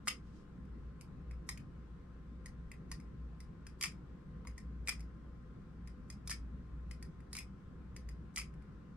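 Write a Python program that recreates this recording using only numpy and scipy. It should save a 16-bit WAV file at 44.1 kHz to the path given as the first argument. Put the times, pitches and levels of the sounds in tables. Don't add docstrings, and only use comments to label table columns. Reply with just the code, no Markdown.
import sys
import numpy as np
from scipy import signal
from scipy.fft import rfft, irfft
from scipy.io import wavfile
from scipy.ndimage import uniform_filter1d

SR = 44100
rng = np.random.default_rng(int(sys.argv[2]) if len(sys.argv) > 2 else 0)


def int16_out(signal):
    q = np.round(np.clip(np.atleast_2d(signal).T, -1, 1) * 32767)
    wavfile.write(sys.argv[1], SR, q.astype(np.int16))


def makeup_ratio(level_db):
    decades = np.asarray(level_db, float) / 20
    return 10 ** decades


N = 395136


def evened(x):
    return x / np.sqrt(np.mean(x ** 2) + 1e-20)


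def read(points, hz, column=1):
    rows = np.transpose(points)
    return np.interp(np.log(hz + 1), np.log(rows[0] + 1), rows[column])


def resonate(x, hz, width):
    r = np.exp(-np.pi * width / SR)
    b = [(1 - r * r) / 2, 0, (r * r - 1) / 2]
    a = [1, -2 * r * np.cos(2 * np.pi * hz / SR), r * r]
    return signal.lfilter(b, a, x)


def ring(x, modes):
    t = np.arange(1024) / SR
    shape = np.zeros(1024)
    for k, (hz, width, db) in enumerate(modes):
        shape += makeup_ratio(db) * np.exp(-np.pi * width * t) * np.sin(2 * np.pi * hz * t + 2.477 * k)
    return signal.oaconvolve(x, shape[None] / np.linalg.norm(shape), axes=1)[:, :N]


# (time [s], strength [dB], brightness [dB], handle pitch [Hz])
TAPS = [(0.651, -77, 1.5, 1980), (1.0094, -53.5, 2.5, 2380), (1.3097, -52.5, -8.5, 1980),
        (1.574, -50.5, -1.5, 2060), (1.6, -71, -3, 1800), (2.458, -49, 1, 1980), (2.715, -48, -3.5, 1930),
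        (2.7378, -61, -15, 2000), (2.999, -61.5, 2, 2290), (3.4023, -58.5, 6.5, 2070),
        (3.666, -49, -1.5, 1760), (3.9181, -58.5, -6, 2300), (4.5784, -50, 1, 1970),
        (4.9933, -61.5, 1, 1940), (5.0038, -58, 3, 2330), (5.873, -55, 1.5, 1950), (6.1, -50.5, 5.5, 2300),
        (6.1255, -62, -11, 1980), (6.9102, -49.5, 1.3, 2100), (7.0249, -53, 4.5, 1930),
        (7.203, -62, -8, 1860), (7.9627, -50.5, 2.5, 2050), (8.0876, -53.5, 1, 1940),
        (8.538, -65.5, -5, 2180), (8.6204, -67, -6, 2300)]
# (time [s], strength [dB], brightness [dB], weight [dB], handle pitch [Hz])
BLOWS = [(0.0723, -43.5, 5.5, 10.5, 2300), (0.0813, -32.5, -0.5, -15, 2800), (1.4888, -37, 3, -3.5, 1990),
         (2.9146, -43, 2.7, -5, 2010), (3.8098, -41.5, 6.5, -8, 2300), (4.4501, -68.5, -30, 17, 1910),
         (4.4706, -49, 0.2, -4, 2060), (4.8729, -38, 0, -18, 2215), (6.2736, -49.5, 11, -5.5, 2310),
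         (6.295, -42, 4.5, -8.5, 1790), (6.3114, -38, 3, -10, 1790), (7.3288, -48, 9, -24, 2070),
         (8.3596, -43.5, 10, -16, 2380)]
# (time [s], strength [dB], brightness [dB], weight [dB])
RATTLE = [(0.0778, -34, 5, 3.5), (0.0821, -31, -3, -10.5), (.101, -55, -18.5, -14.5), (0.108, -45, -11, -6),
          (3.8244, -33.5, 2, -24), (3.8347, -38.5, 9.5, -19.5), (3.8389, -31, -8, -11.5),
          (3.8455, -51.5, 16, 9), (3.8554, -41.5, 1, -3), (3.8684, -48, -8, -5), (4.8826, -31.5, -3, -16),
          (4.889, -37.5, 7, -2), (4.8918, -30.5, -5, -38), (4.923, -51.5, -1, 2), (6.3043, -51, 17.5, -35),
          (6.3162, -45.5, -6, -7), (6.324, -47, 3, -29), (7.3504, -43.5, 2, -7), (7.3654, -47.5, 10, -2),
          (7.377, -42, -6.5, -23), (7.386, -43, 4, -20), (7.3941, -51.5, -7, -29), (7.403, -51, 0, -5),
          (8.3724, -35.5, -4, -10), (8.3782, -37.5, 2.5, -30), (8.385, -41, 4.5, -1.5),
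          (8.3961, -40.5, -1.5, -29), (8.414, -45, -5, -29)]
TAP_WEIGHT_DB = -12
SHUT_HZ = 2330


def knocks():
    taps = [(s, db, bright_db, TAP_WEIGHT_DB, hz) for s, db, bright_db, hz in TAPS]
    rattle = [(*row, SHUT_HZ) for row in RATTLE]
    return [*taps, *BLOWS, *rattle]


CHATTER_S = [.0008, .0016, .002, .0028]
# (pitch [Hz], width [Hz], level [dB])
THOCK = [(800, 230, 0.5), (1010, 150, 2), (1244, 230, 6.5)]
# (pitch [Hz], width [Hz], level [dB])
HANDLE = [(1980, 720, -2), (2450, 400, -1.5), (2707, 560, -7), (3107, 720, -15)]
# (pitch [Hz], width [Hz], level [dB])
BLADE = [(4380, 1800, -2), (4840, 220, -2), (5105, 236, 1.5), (5280, 207, -3.5), (6170, 820, -4.5)]
# (pitch [Hz], width [Hz], level [dB])
TICK = [(6750, 700, -1), (7660, 385, -2), (8600, 582, 1), (9300, 450, -1), (10190, 550, -2.5),
        (11120, 800, -5), (13700, 770, -12)]


def knock(strength_db, bright_db, weight_db, grip_hz, rise_s=0.00042, grip_width=300):
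    t = np.arange(400) / SR
    fade = np.exp(-(t / np.reshape(CHATTER_S, (4, 1, 1))) ** 1.5)
    grit = rng.standard_normal((4, 2, 400)) * (1 - np.exp(-t / rise_s)) * fade
    part_db = np.array([weight_db + 20, 18.5, bright_db + 16.34, 0.86 * bright_db + 17.5])
    thock = [(hz * grip_hz / SHUT_HZ, width, db) for hz, width, db in THOCK]
    handle = [*HANDLE, (grip_hz, grip_width, 0.5)]
    total = 0
    for shake, modes, db in zip(grit, (thock, handle, BLADE, TICK), strength_db + part_db):
        rung = ring(shake, modes)
        total = total + makeup_ratio(db) * rung / np.linalg.norm(rung, axis=1, keepdims=True)
    return total


# (delay [s], level in first stream [dB], level in second stream [dB])
ECHOES = [(.0027, -15.5, -2.5), (.0052, -10.5, -7.5), (.0081, -8.5, -12)]
# (frequency [Hz], likeness [0-1], lead [rad], left minus right [dB])
PORTS = [(1000, 0.9, 0.8, 0), (2300, 0.66, -0.57, 2.5), (4860, 0.7, -2, 1), (7550, 0.63, -3, -1.5),
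         (10300, 0.4, -2.1, -3), (13500, 0.8, 0.5, -4)]
# (frequency [Hz], level [dB])
HOUSING = [(400, -9.5), (800, -6.9), (1200, -1), (1450, -5), (1700, -4.5), (1950, 1), (2400, -2),
           (3100, -0.2), (6300, -1.7), (10500, -1.75), (12000, -3), (15500, -8)]
ECHO_WANDER = 0.3


def knife():
    pair, rows = np.zeros((2, N + 4096)), knocks()
    wander = rng.uniform(-1, 1, (len(rows), len(ECHOES)))
    for (s, *row), shifts in zip(rows, wander):
        sound = knock(*row)
        paths = [(0.00051, 0.008, 0)]
        for (lag, *db), shift in zip(ECHOES, shifts):
            paths.append((lag * (1 + ECHO_WANDER * shift), *db))
        for lag, *db in paths:
            at = round((s + lag) * SR)
            pair[:, at:at + sound.shape[1]] += makeup_ratio(db)[:, None] * sound
    hz = np.fft.rfftfreq(N + 4096, 1 / SR)
    main, other = makeup_ratio(read(HOUSING, hz)) * rfft(pair)
    same = np.clip(read(PORTS, hz), 0, 1)
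    lead = np.exp(1j * read(PORTS, hz, column=2))
    lean = makeup_ratio(read(PORTS, hz, column=3) / 2)
    left = (same * main + np.sqrt(1 - same ** 2) * other) * lead * lean
    return irfft(np.array([left, main / lean]), N + 4096)[:, :N]


# (time [s], level [dB])
SLIDE = [
    (.2, -100),
    (.27, -78),
    (.32, -82),
    (.36, -74),
    (.42, -80),
    (0.451, -100),
]
# (pitch [Hz], width [Hz], level [dB])
SKIN = [(3006, 2000, -2.5), (5100, 480, -8), (6400, 2100, -0.5), (8500, 1800, -4)]


def fingers():
    s, db = np.transpose(SLIDE)
    level_db = np.interp(np.arange(N) / SR, s, db, -140, -140)
    rub = rng.standard_normal((2, N)) * makeup_ratio(level_db)
    soft = signal.lfilter(*signal.butter(4, 10200, fs=SR), rub)
    return ring(soft, SKIN)


# (frequency [Hz], time to fall 60 dB [s], level [dB])
ROOM = [(704, 0.12, -14.5), (1490, 0.2, -11.5), (2300, 0.15, -11), (3610, .14, -9.5), (5200, 0.16, -11.5),
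        (8000, 0.17, -17), (12870, 0.092, -12)]
TURNS_PER_S = 2.3


def room(x, hold_s=0.024):
    size = SR // 4
    taps = np.zeros((2, 2, size))
    at = np.arange(200, size - 12, 12) + rng.integers(0, 12, (2, 2, (size - 201) // 12))
    np.put_along_axis(taps, at, rng.choice([-1., 1.], at.shape), 2)
    hz, t, z = signal.stft(taps, SR, nperseg=256)
    t60 = read(ROOM, hz)[:, None]
    fall_db = 60 * np.maximum(t - hold_s, 0) / t60
    z = z * makeup_ratio(read(ROOM, hz, column=2)[:, None] - fall_db) / np.sqrt(t60 * 250)
    tails = signal.istft(z, SR, nperseg=256)[1]
    turn = 2 * np.pi * TURNS_PER_S * np.arange(N) / SR
    out = x
    for share, tail in zip((np.cos(turn), np.sin(turn)), tails):
        out = out + signal.oaconvolve(x * share, tail, axes=1)[:, :N]
    return out


# (time [s], hum level [dB])
DRAUGHT = [(0.0, -61), (0.92, -48), (0.97, -54), (1.65, -50.5), (2.52, -56.5), (3.22, -47), (3.59, -54.5),
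           (5.06, -47.5), (5.21, -67.5), (5.29, -47), (5.44, -62.5), (5.56, -43.5), (5.64, -53),
           (7.41, -48.5), (7.61, -62), (8.26, -46.5), (8.68, -58.5), (8.96, -55.5)]


def draught(t):
    return np.interp(t, *np.transpose(DRAUGHT))


# (pitch [Hz], width [Hz], level [dB])
WHINES = [(165.3, 2, -69), (502.8, 9.2, -77.5), (1233, 270, -77.5)]
# (pitch [Hz], level [dB])
TONES = [(1047, -78), (8350, -106)]
HUM_HZ, HUM_WIDTH_HZ, HUM_TRIM_DB = 59.2, 6, 0.5
HUM_WAVER = 0.65


def fan():
    t = np.arange(N) / SR
    flutter = resonate(rng.standard_normal(N), HUM_HZ, HUM_WIDTH_HZ)
    flutter = evened(resonate(flutter, HUM_HZ, HUM_WIDTH_HZ * 3))
    steady = np.sqrt(2) * np.sin(2 * np.pi * HUM_HZ * t)
    hum = np.sqrt(1 - HUM_WAVER) * steady + np.sqrt(HUM_WAVER) * flutter
    out = makeup_ratio(draught(t) + HUM_TRIM_DB) * hum * makeup_ratio([[.5], [-.5]])
    for hz, width, db in WHINES:
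        noise = rng.standard_normal((3, N))
        mixed = noise[0] + hz / 1500 * noise[1:]
        out = out + makeup_ratio(db) * evened(resonate(resonate(mixed, hz, width), hz, width * 3))
    for hz, db in TONES:
        out = out + np.sqrt(2) * makeup_ratio(db) * np.sin(2 * np.pi * hz * t)
    return out


# (frequency [Hz], level [dB per Hz])
AIR = [(20, -20.5), (53, -7), (85, -15.5), (170, -8), (310, -21), (480, -28), (624, -37), (900, -38),
       (1370, -35), (2460, -48), (5000, -56), (9000, -63), (11000, -71.5), (16000, -74)]
# (frequency [Hz], likeness [-1 to 1])
SAME = [(60, 0.88), (180, 0.96), (550, 0.33), (1650, 0.21), (4970, -0.022), (15000, 0.52)]
# (frequency [Hz], left minus right [dB])
LEAN = [(60, 1.5), (180, 0.5), (550, -0.5), (1650, 5), (4970, 3), (15000, 1)]
AIR_DB = -52.5


def air(lag_s=6e-5, patchy_db=1.47, follow=0.14, gust_db=5.5):
    frames, hz = N // 512 + 5, np.fft.rfftfreq(2048, 1 / SR)
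    a, b, c, d, patches = rng.standard_normal((frames, 1025, 5)).T
    patches = evened(uniform_filter1d(uniform_filter1d(patches, 10, 0), 6, 1))
    swell_db = draught(np.arange(frames) * 512 / SR)
    gusts = evened(uniform_filter1d(rng.standard_normal(frames), size=9))
    swell_db = swell_db - swell_db.mean() + gust_db * gusts
    same = np.clip(read(SAME, hz), -1, 1)[:, None]
    left = a + 1j * b
    right = same * left + np.sqrt(1 - same ** 2) * (c + 1j * d)
    right = right * np.exp(2j * np.pi * hz * lag_s)[:, None]
    lean = makeup_ratio(read(LEAN, hz) / 2)[:, None]
    z = np.array([left * lean, right / lean])
    bass = 1 / (1 + (hz[:, None] / 400) ** 2)
    z *= makeup_ratio(read(AIR, hz)[:, None] + patchy_db * patches + follow * swell_db * bass)
    return makeup_ratio(AIR_DB) * evened(signal.istft(z, nperseg=2048, noverlap=1536)[1][:, :N])


def scene():
    return room(knife() + fingers()) + air() + fan()


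def low_pass(x):
    return signal.sosfilt(signal.butter(12, 16400, fs=SR, output="sos"), x)


EDGE_HZ = 15820


def record(dry, smear_db=-24, smear_s=0.023):
    ahead = np.arange(1024, 40, -1) / SR
    smear = np.diff(rng.standard_normal((2, 985))) * np.exp(-ahead / smear_s)
    kernel = np.zeros((2, 2049))
    kernel[:, :984] = makeup_ratio(smear_db) * smear / np.linalg.norm(smear[0])
    kernel[:, 1024] = 1
    edge = signal.firwin(255, EDGE_HZ, window=("kaiser", 7), fs=SR)
    kernel = signal.oaconvolve(kernel, edge[None], "same", axes=1)
    fade_in = np.minimum(np.arange(N) / 128, 1)
    mix = signal.oaconvolve(dry, kernel, "same", axes=1) * fade_in
    return low_pass(mix)


dry = scene()
out = record(dry)
int16_out(out)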